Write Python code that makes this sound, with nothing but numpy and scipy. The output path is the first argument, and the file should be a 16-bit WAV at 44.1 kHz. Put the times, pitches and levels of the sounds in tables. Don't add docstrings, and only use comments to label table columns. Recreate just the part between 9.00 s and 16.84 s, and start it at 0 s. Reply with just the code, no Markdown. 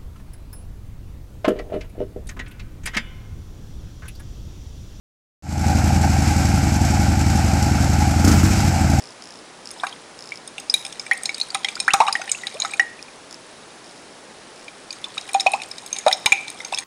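import sys
import numpy as np
from scipy import signal
from scipy.fft import rfft, irfft
from scipy.io import wavfile

SR = 44100
rng = np.random.default_rng(int(sys.argv[2]) if len(sys.argv) > 2 else 0)


def dump(signal):
    limited = np.clip(np.atleast_2d(signal).T, -1, 1)
    pcm = np.round(limited * 32767).astype(np.int16)
    wavfile.write(sys.argv[1], SR, pcm)


N = 345744

# t/s, level/dB, f/Hz, initial rise/(octaves per 10 ms), splash level/dB
BUBBLES = [ (.712, -21, 9000, 0.91, -27), (.799, -23, 3470, 0.23, -35), (.834, -18.5, 697, 0.1, -31),
           (.8345, -13, 1027, 0.4, -20.5), (.837, -16, 1515, 0.084, -31), (.868, -25, 2720, 0, -25),
           (.867, -25, 1170, .3, -22), (.926, -24.5, 3170, .1, -33), (1.32, -17, 2260, 0.043, -30.5),
           (1.476, -22, 8950, 0, -24.5), (1.581, -18.5, 2590, 0.23, -22), (1.599, -24, 8700, 0, -26),
           (1.698, -4.5, 4940, 0.26, -20.5), (1.7407, 0.5, 3854, 0, -11), (1.741, -12, 2394, 0.023, -30),
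           (1.85, -36, 3380, .1, -17), (1.864, -28, 5100, 0, -20.5), (1.925, -27, 3470, 0, -22),
           (1.996, -14, 5210, 0.071, -21.5), (2.064, -33, 1930, 0.12, -24.5),
           (2.1122, -3, 1795, 0.13, -11.5), (2.117, -6.5, 1965, 0.27, -30), (2.133, -19, 9800, 0.3, -20),
           (2.175, -20.5, 8770, 0.17, -30), (2.234, -13.5, 8460, 0.15, -18), (2.2562, -10, 4020, 0.34, -11),
           (2.292, -11, 2254, 0, -19.5), (2.3446, -15, 4660, 0.058, -20), (2.381, -28, 8400, 0, -20),
           (2.4, -16.5, 3860, 0, -17.5), (2.413, -5.5, 4070, 0.099, -19), (2.5035, -18, 4620, 0.0055, -27),
           (2.5463, -10, 3770, 0.15, -10.5), (2.548, -21, 790, 0, -28.5), (2.5505, -14.5, 1196, 0.19, -14),
           (2.646, -7.5, 3240, .03, -11), (2.646, -13.5, 2055, 0.073, -36), (2.6855, -15, 2350, 0.01, -16),
           (2.754, -17.5, 4660, 0.29, -21.5), (2.767, -24, 1380, 0.11, -28), (2.801, -15, 4030, 0.23, -9.5),
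           (2.8795, 0, 1430, 0.42, -8.5), (2.9055, -9.5, 2580, .25, -24), (2.9353, -6.5, 5630, 0.28, -4),
           (2.9382, -1.5, 1224, 0.13, -6), (2.94, -4, 788, 0.016, -11), (3.0025, 3.5, 809, 0.32, -7.5),
           (3.003, -7, 598, 0.21, -19.5), (3.003, -8, 2187, 0.071, -15), (3.012, -13, 1000, 0.27, -21),
           (3.067, -24.5, 800, 0.089, -19), (3.077, -13.5, 2610, 0.25, -25), (3.0825, -8.5, 1157, 0, -14),
           (3.1264, -8, 4880, 0.019, -11.5), (3.153, -7, 1880, 0.054, -15), (3.1945, -25, 619, 0.3, -41),
           (3.2155, -19, 1450, 0, -20), (3.277, -23, 1800, 0.072, -26), (3.293, -19, 2780, 0.22, -25),
           (3.296, -17.5, 8700, 0, -38), (3.316, -5.5, 6500, 0.098, -8.5), (3.3165, -9.5, 7820, 0.11, -25),
           (3.348, -20, 2520, 0.18, -32), (3.435, -20, 1960, 0, -33), (3.469, -11.5, 3670, 0.32, -14.5),
           (3.542, -21, 323, 0.63, -35), (3.6005, -9.5, 6510, 0.099, -20), (3.62, -8, 3830, 0.25, -18),
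           (3.635, -25, 700, 0, -33.5), (3.6486, -14, 1245, 0.052, -18), (3.655, -22, 6700, 0, -25),
           (3.712, -22, 8300, .08, -32), (3.736, -15.5, 2410, 0.058, -19), (3.796, 2, 1883, 0.041, -13),
           (3.991, -33, 2430, 0.061, -48), (4.082, -34, 2450, 0.0062, -40), (5.681, -25.5, 2390, 0, -28),
           (5.906, -16.5, 4470, 0.17, -24), (5.927, -23, 6500, 0.044, -22.5), (6.042, -14, 3540, 0, -23.5),
           (6.171, -26, 1130, 0.36, -33), (6.1787, -19, 2530, 0.27, -18), (6.29, -30, 2010, 0.18, -20.5),
           (6.3325, -16, 8600, 0.065, -21), (6.3433, -19, 2430, .11, -11.5), (6.348, -5, 776, 0.016, -34),
           (6.398, -8.5, 3840, 0.045, -14.5), (6.406, -7, 5250, 0.012, -12.5), (6.4628, -2, 691, 0.15, -13),
           (6.467, -1, 2505, 0.011, -15.5), (6.518, -17, 9100, 0, -22), (6.5353, -10, 2560, 0.03, -20),
           (6.5365, -12, 682, 0.53, -17.5), (6.6, -24, 2500, .03, -33), (6.618, -20, 2470, 0.22, -21.5),
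           (6.634, -24, 4600, .12, -25), (6.7135, -17.5, 5160, 0, -25.5), (6.782, -30, 5140, 0.043, -23.5),
           (6.862, -22, 8000, 0.28, -19), (6.9285, -8.5, 6340, 0.016, -17), (6.963, -24, 2770, 0.056, -18),
           (6.986, -15, 6700, 0, -16.5), (7.0641, 0.5, 559.4, 0.32, -12), (7.0643, -4.5, 811, 0.21, -11.5),
           (7.075, -12.5, 1080, 0.3, -21), (7.076, -3, 752, 0, -25), (7.081, -8.5, 3780, 0, -11),
           (7.1134, -13.5, 1904, 0.35, -12.5), (7.1271, -4.5, 3670, 0.13, -9.5),
           (7.1285, -6.5, 5010, 0.2, -35), (7.26, 0.5, 2315, 0.065, 2.5), (7.264, -11, 786, 0.24, -15.5),
           (7.321, 8.5, 2374, 0.014, -1.5), (7.3565, -26, 2440, 0.6, -38), (7.4806, -21.5, 4190, 0.21, -22),
           (7.501, -19, 8170, 0.51, -22), (7.6035, -21, 2100, 0, -28.5), (7.648, -27, 4600, .14, -18),
           (7.724, -16, 706, 0.4, -16), (7.736, -14.5, 2600, 0.01, -22), (7.7454, -12, 5140, 0.077, -17),
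           (7.775, -14.5, 3390, 0, -21), (7.7855, -22, 3840, 0.14, -11.5)]
# f/Hz, level/dB, t60/s
TUBE_MODES = [(791, -9, 0.089), (2390, -10, 0.034), (3770, -7, 0.016), (5210, -11.5, 0.025),
              (6575, -9.5, 0.015), (8456, -11.5, 0.025), (9790, -19.5, 0.039)]
# start/s, end/s, first level/dB, last level/dB
SHAKING = [(0.658, 0.893, -48, -43), (1.553, 3.801, -49, -41), (5.892, 7.847, -47, -46)]


def from_db(db):
    return 10 ** (np.asarray(db) / 20)


def add(out, s, sound):
    at = max(round(s * SR), 0)
    out[at:at + len(sound)] += sound[:max(len(out) - at, 0)]


def butter(x, hz, kind, order=2):
    return signal.sosfilt(signal.butter(order, min(hz, .45 * SR), kind, fs=SR, output="sos"), x)


def coloured(x, spectrum):
    hz, db = np.transpose(spectrum)
    bins = np.maximum(np.fft.rfftfreq(len(x), 1 / SR), 1)
    gain = from_db(np.interp(np.log(bins), np.log(hz), db))
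    shaped = irfft(rfft(x) * gain, len(x))
    return shaped / np.sqrt(np.mean(shaped ** 2) + 1e-20)


def ring(drive, modes):
    out = 0
    for hz, db, t60 in modes:
        r, w = np.exp(-np.log(1000) / (t60 * SR)), 2 * np.pi * hz / SR
        mode = signal.lfilter([1, -r * np.cos(w)], [1, -2 * r * np.cos(w), r * r], drive + 1e-18)
        out = out + from_db(db) * mode
    return out


def room_hiss():
    # f/Hz, relative level/dB
    hiss_colour = [(25, -11), (60, -15), (120, -6.5), (250, -0.5), (500, -0.5), (800, -2.5), (1300, -5.5),
                   (2400, -10), (3500, -11.5), (5300, -12), (8000, -17), (10700, -17.5), (12000, -74),
                   (16000, -11.5)]
    return coloured(rng.standard_normal(N), hiss_colour)


def lens_motor(step_hz=59.94, first_s=.0061, fade_db_per_s=28, uneven_db=1, rattle=.11, rattle_s=.00058):
    # start/s, end/s, starting level/dB
    motor_runs = [(0, .13, -33.5), (0.222, .4, -31.5), (.65, .712, -26.5), (1.185, 1.38, -28.5),
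                  (4.02, 4.035, -23), (4.305, 4.35, -26.5), (4.84, 5.0, -39.5), (5.56, 5.65, -37.5),
                  (6.205, 6.22, -25)]
    # f/Hz, level/dB, t60/s
    motor_modes = [(5200, 7, 0.0062), (6930, -9.5, 0.013), (8600, -12, 0.0071)]
    t, steps = np.arange(SR // 200) / SR, np.zeros(N)
    for s in np.arange(first_s, N / SR, 1 / step_hz):
        knock = rattle * rng.standard_normal(len(t)) * np.exp(-t / rattle_s)
        knock[0] += 1
        strength = sum(from_db(db - fade_db_per_s * (s - start))
                       for start, end, db in motor_runs if start <= s <= end)
        add(steps, s, strength * from_db(-uneven_db * rng.standard_normal()) * knock)
    return ring(steps, motor_modes)


def agitation(lag_s=.05):
    t, drive = np.arange(N) / SR, np.zeros(N)
    for start, end, first_db, last_db in SHAKING:
        drive += from_db(np.interp(t, [start, end], [first_db, last_db])) * (t >= start) * (t < end)
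    keep = np.exp(-1 / (lag_s * SR))
    return signal.lfilter([1 - keep], [1, -keep], drive + 1e-18)


def froth_level(rest_db=-56, stirred_db=-22, settle_s=0.025, full_db=-16):
    stirs = np.zeros(N)
    for s, *_, splash_db in BUBBLES:
        add(stirs, s, [from_db(min(splash_db, full_db) + stirred_db)])
    stirred = signal.lfilter([1], [1, -np.exp(-1 / (settle_s * SR))], stirs + 1e-18)
    return np.sqrt(from_db(rest_db) ** 2 + agitation() ** 2 + stirred ** 2)


def froth(per_s=900, spread_db=4, cycles=32, level_db=-1, tube_db=-26, pitches=24):
    # f/Hz, gain/dB
    froth_colour = [(500, -23), (1500, -2.5), (2500, -4.5), (4000, 2.5), (5300, 1), (6500, -2.5), (7400, 2),
                    (8600, 8.5), (11000, -7), (15000, 8)]
    sizes = from_db(spread_db * np.minimum(rng.exponential(1, N), 4)) * rng.choice([-1, 1], N)
    pops = sizes * (rng.random(N) < per_s / SR)
    pitch_index = rng.integers(0, pitches, N)
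    crackle = sum(ring(pops * (pitch_index == k), [(hz, 0, cycles / hz)])
                  for k, hz in enumerate(np.geomspace(1800, 12000, pitches)))
    in_tube = crackle + from_db(tube_db) * ring(crackle, TUBE_MODES)
    return from_db(level_db) * froth_level() * coloured(in_tube, froth_colour)


def bubble(t, hz, ring_ms, rise, swell_ms=0.34, glide_ms=18, wobble=0.037):
    ms, knots_ms = t * 1000, np.arange(0, 60, 2)
    waver = np.interp(ms, knots_ms, rng.standard_normal(len(knots_ms)))
    jostle = 1 + wobble * waver * min(rise / .1, 1)
    pitch = hz * jostle * 2 ** (rise * glide_ms * np.tanh(ms / glide_ms) / 10)
    envelope = (1 - np.exp(-ms / swell_ms)) * np.exp(-ms / ring_ms)
    return np.sin(2 * np.pi * np.cumsum(pitch) / SR) * envelope


def gurgle(per_s=110, level_db=5, spread_db=5, lowest_hz=700, octaves=2.74, cycles=6, rise=0.091):
    t, out = np.arange(SR // 20) / SR, np.zeros(N)
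    for when, size, climb, strength in rng.random((int(per_s * N / SR), 4)):
        hz = lowest_hz * 2 ** (octaves * size)
        db = level_db + spread_db * (2 * strength - 1)
        add(out, when * N / SR, from_db(db) * bubble(t, hz, cycles * 1000 / hz, rise * climb))
    return out * agitation()


def small_bubbles(per_s=14, level_db=10, splash_db=8, spread_db=4, lowest_hz=2000, octaves=3, rise=.092):
    churn, rows = agitation(), []
    for start, end, *_ in SHAKING:
        for when, size, climb, strength in rng.random((int(per_s * (end - start)), 4)):
            s = start + when * (end - start)
            db = 20 * np.log10(churn[min(int(s * SR), N - 1)]) + spread_db * (2 * strength - 1)
            hz = lowest_hz * 2 ** (octaves * size)
            rows.append((s, db + level_db, hz, rise * climb, db + splash_db))
    return rows


def ring_time_ms(hz, splash_share_db, burst_damping=1.1):
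    free_ms = 10 * (1000 / hz) ** 0.55
    return free_ms / (1 + burst_damping * from_db(min(splash_share_db, 0)))


def fragments(t, hz, ring_ms, spread=1.9, lowest_octave=-0.14, rise=0.045, life=0.6, count=6):
    out = np.zeros(len(t))
    for late, octave, climb in rng.random((count, 3)):
        tone = bubble(t, hz * 2 ** (lowest_octave + octave), life * ring_ms, rise * climb)
        add(out, late * spread * ring_ms / 1000, np.exp(-late) * tone)
    return out


def splash(t, hz, snap=0.7, spray=1.24, spray_s=0.0016):
    burst = rng.standard_normal(len(t)) * np.sqrt(t) * np.exp(-t / spray_s)
    burst *= spray / np.linalg.norm(burst)
    burst[0] += snap
    return butter(butter(burst, hz / 2, "high"), 3000 + 1.24 * hz, "low", order=1)


def air_column(drive, uneven_db=3.5):
    length = 1 + .025 * rng.standard_normal()
    overtones = [(hz / length, db + uneven_db * rng.standard_normal(), t60)
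                 for hz, db, t60 in TUBE_MODES[1:]]
    return ring(drive, TUBE_MODES[:1] + overtones)


def sloshing(spray_coupling_db=-2, tone_coupling_db=-47, fragment_db=-5, push_db=-9):
    t, out = np.arange(SR // 6) / SR, np.zeros(N)
    lowest_hz = TUBE_MODES[0][0]
    lowest_note = butter(ring(t == 0, TUBE_MODES[:1]), 540, "high")
    for s, db, hz, rise, splash_db in BUBBLES + small_bubbles():
        ring_ms = ring_time_ms(hz, splash_db - db)
        tone = from_db(db) * bubble(t, hz, ring_ms, rise)
        tone += from_db(splash_db + fragment_db) * fragments(t, hz, ring_ms)
        spray = from_db(splash_db) * splash(t, hz)
        column = air_column(from_db(spray_coupling_db) * spray + from_db(tone_coupling_db) * tone)
        hum = from_db(splash_db + push_db) * min(lowest_hz / hz, 1) * lowest_note
        add(out, s, tone + spray + column + hum)
    return out


def slaps(crack_s=0.0019, crack_hz=7000, thud_s=0.00043):
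    # t/s, crack level/dB, thud level/dB
    water_hits = [(1.74, -1.5, -34), (2.9387, -2, -4.5), (3.3135, -29, -36), (3.795, -36, -28),
                  (7.126, -13, -43), (7.2588, -7, -11.5), (7.3210, -15, -9)]
    t, out = np.arange(SR // 50) / SR, np.zeros(N)
    for s, crack_db, thud_db in water_hits:
        crack = butter(rng.standard_normal(len(t)) * np.exp(-t / crack_s), crack_hz, "high")
        add(out, s, from_db(crack_db) * crack + from_db(thud_db) * np.exp(-t / thud_s))
    return out


def lab_echoes(x, early_db=-19, early_t60_s=0.073, late_db=-16, late_t60_s=0.45, gap_s=0.0063):
    # f/Hz, gain/dB
    room_colour = [(100, -52), (500, 1), (900, 8), (2200, 4.5), (4000, 3), (6500, 8.5), (11000, 1.5)]
    t, response = np.arange(SR // 2) / SR, 0
    for db, t60 in ((early_db, early_t60_s), (late_db, late_t60_s)):
        decay = np.exp(-np.log(1000) * t / t60) * (t > gap_s)
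        echoes = coloured(rng.standard_normal(len(t)), room_colour) * decay
        response = response + from_db(db) * echoes / np.linalg.norm(echoes)
    return signal.fftconvolve(x, response)[:N]


def scene(room_db=-2, motor_db=-2, hiss_db=-42):
    tube = butter(sloshing(), 525, "high", order=4)
    tube += slaps() + gurgle() + froth()
    hiss = from_db(hiss_db) * room_hiss()
    return (tube + from_db(room_db) * lab_echoes(tube) + from_db(motor_db) * lens_motor() + hiss)[None]


def overload(x, top):
    return x / (1 + (x / top) ** 8) ** (1 / 8)


def record(dry, treble_edge_hz=11000, leak_db=-10, cutoff_hz=16300):
    clipped = butter(overload(dry, top=.58), 24, "high", order=1)
    dull = signal.sosfilt(signal.cheby1(10, .3, treble_edge_hz, fs=SR, output="sos"), clipped)
    leak = signal.sosfilt(signal.butter(2, [12500, 14500], "band", fs=SR, output="sos"), clipped)
    sound = overload(dull + from_db(leak_db) * leak, top=.85)
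    return signal.sosfilt(signal.ellip(10, .2, 80, cutoff_hz, fs=SR, output="sos"), sound)


dry = scene()
out = record(dry)
dump(out)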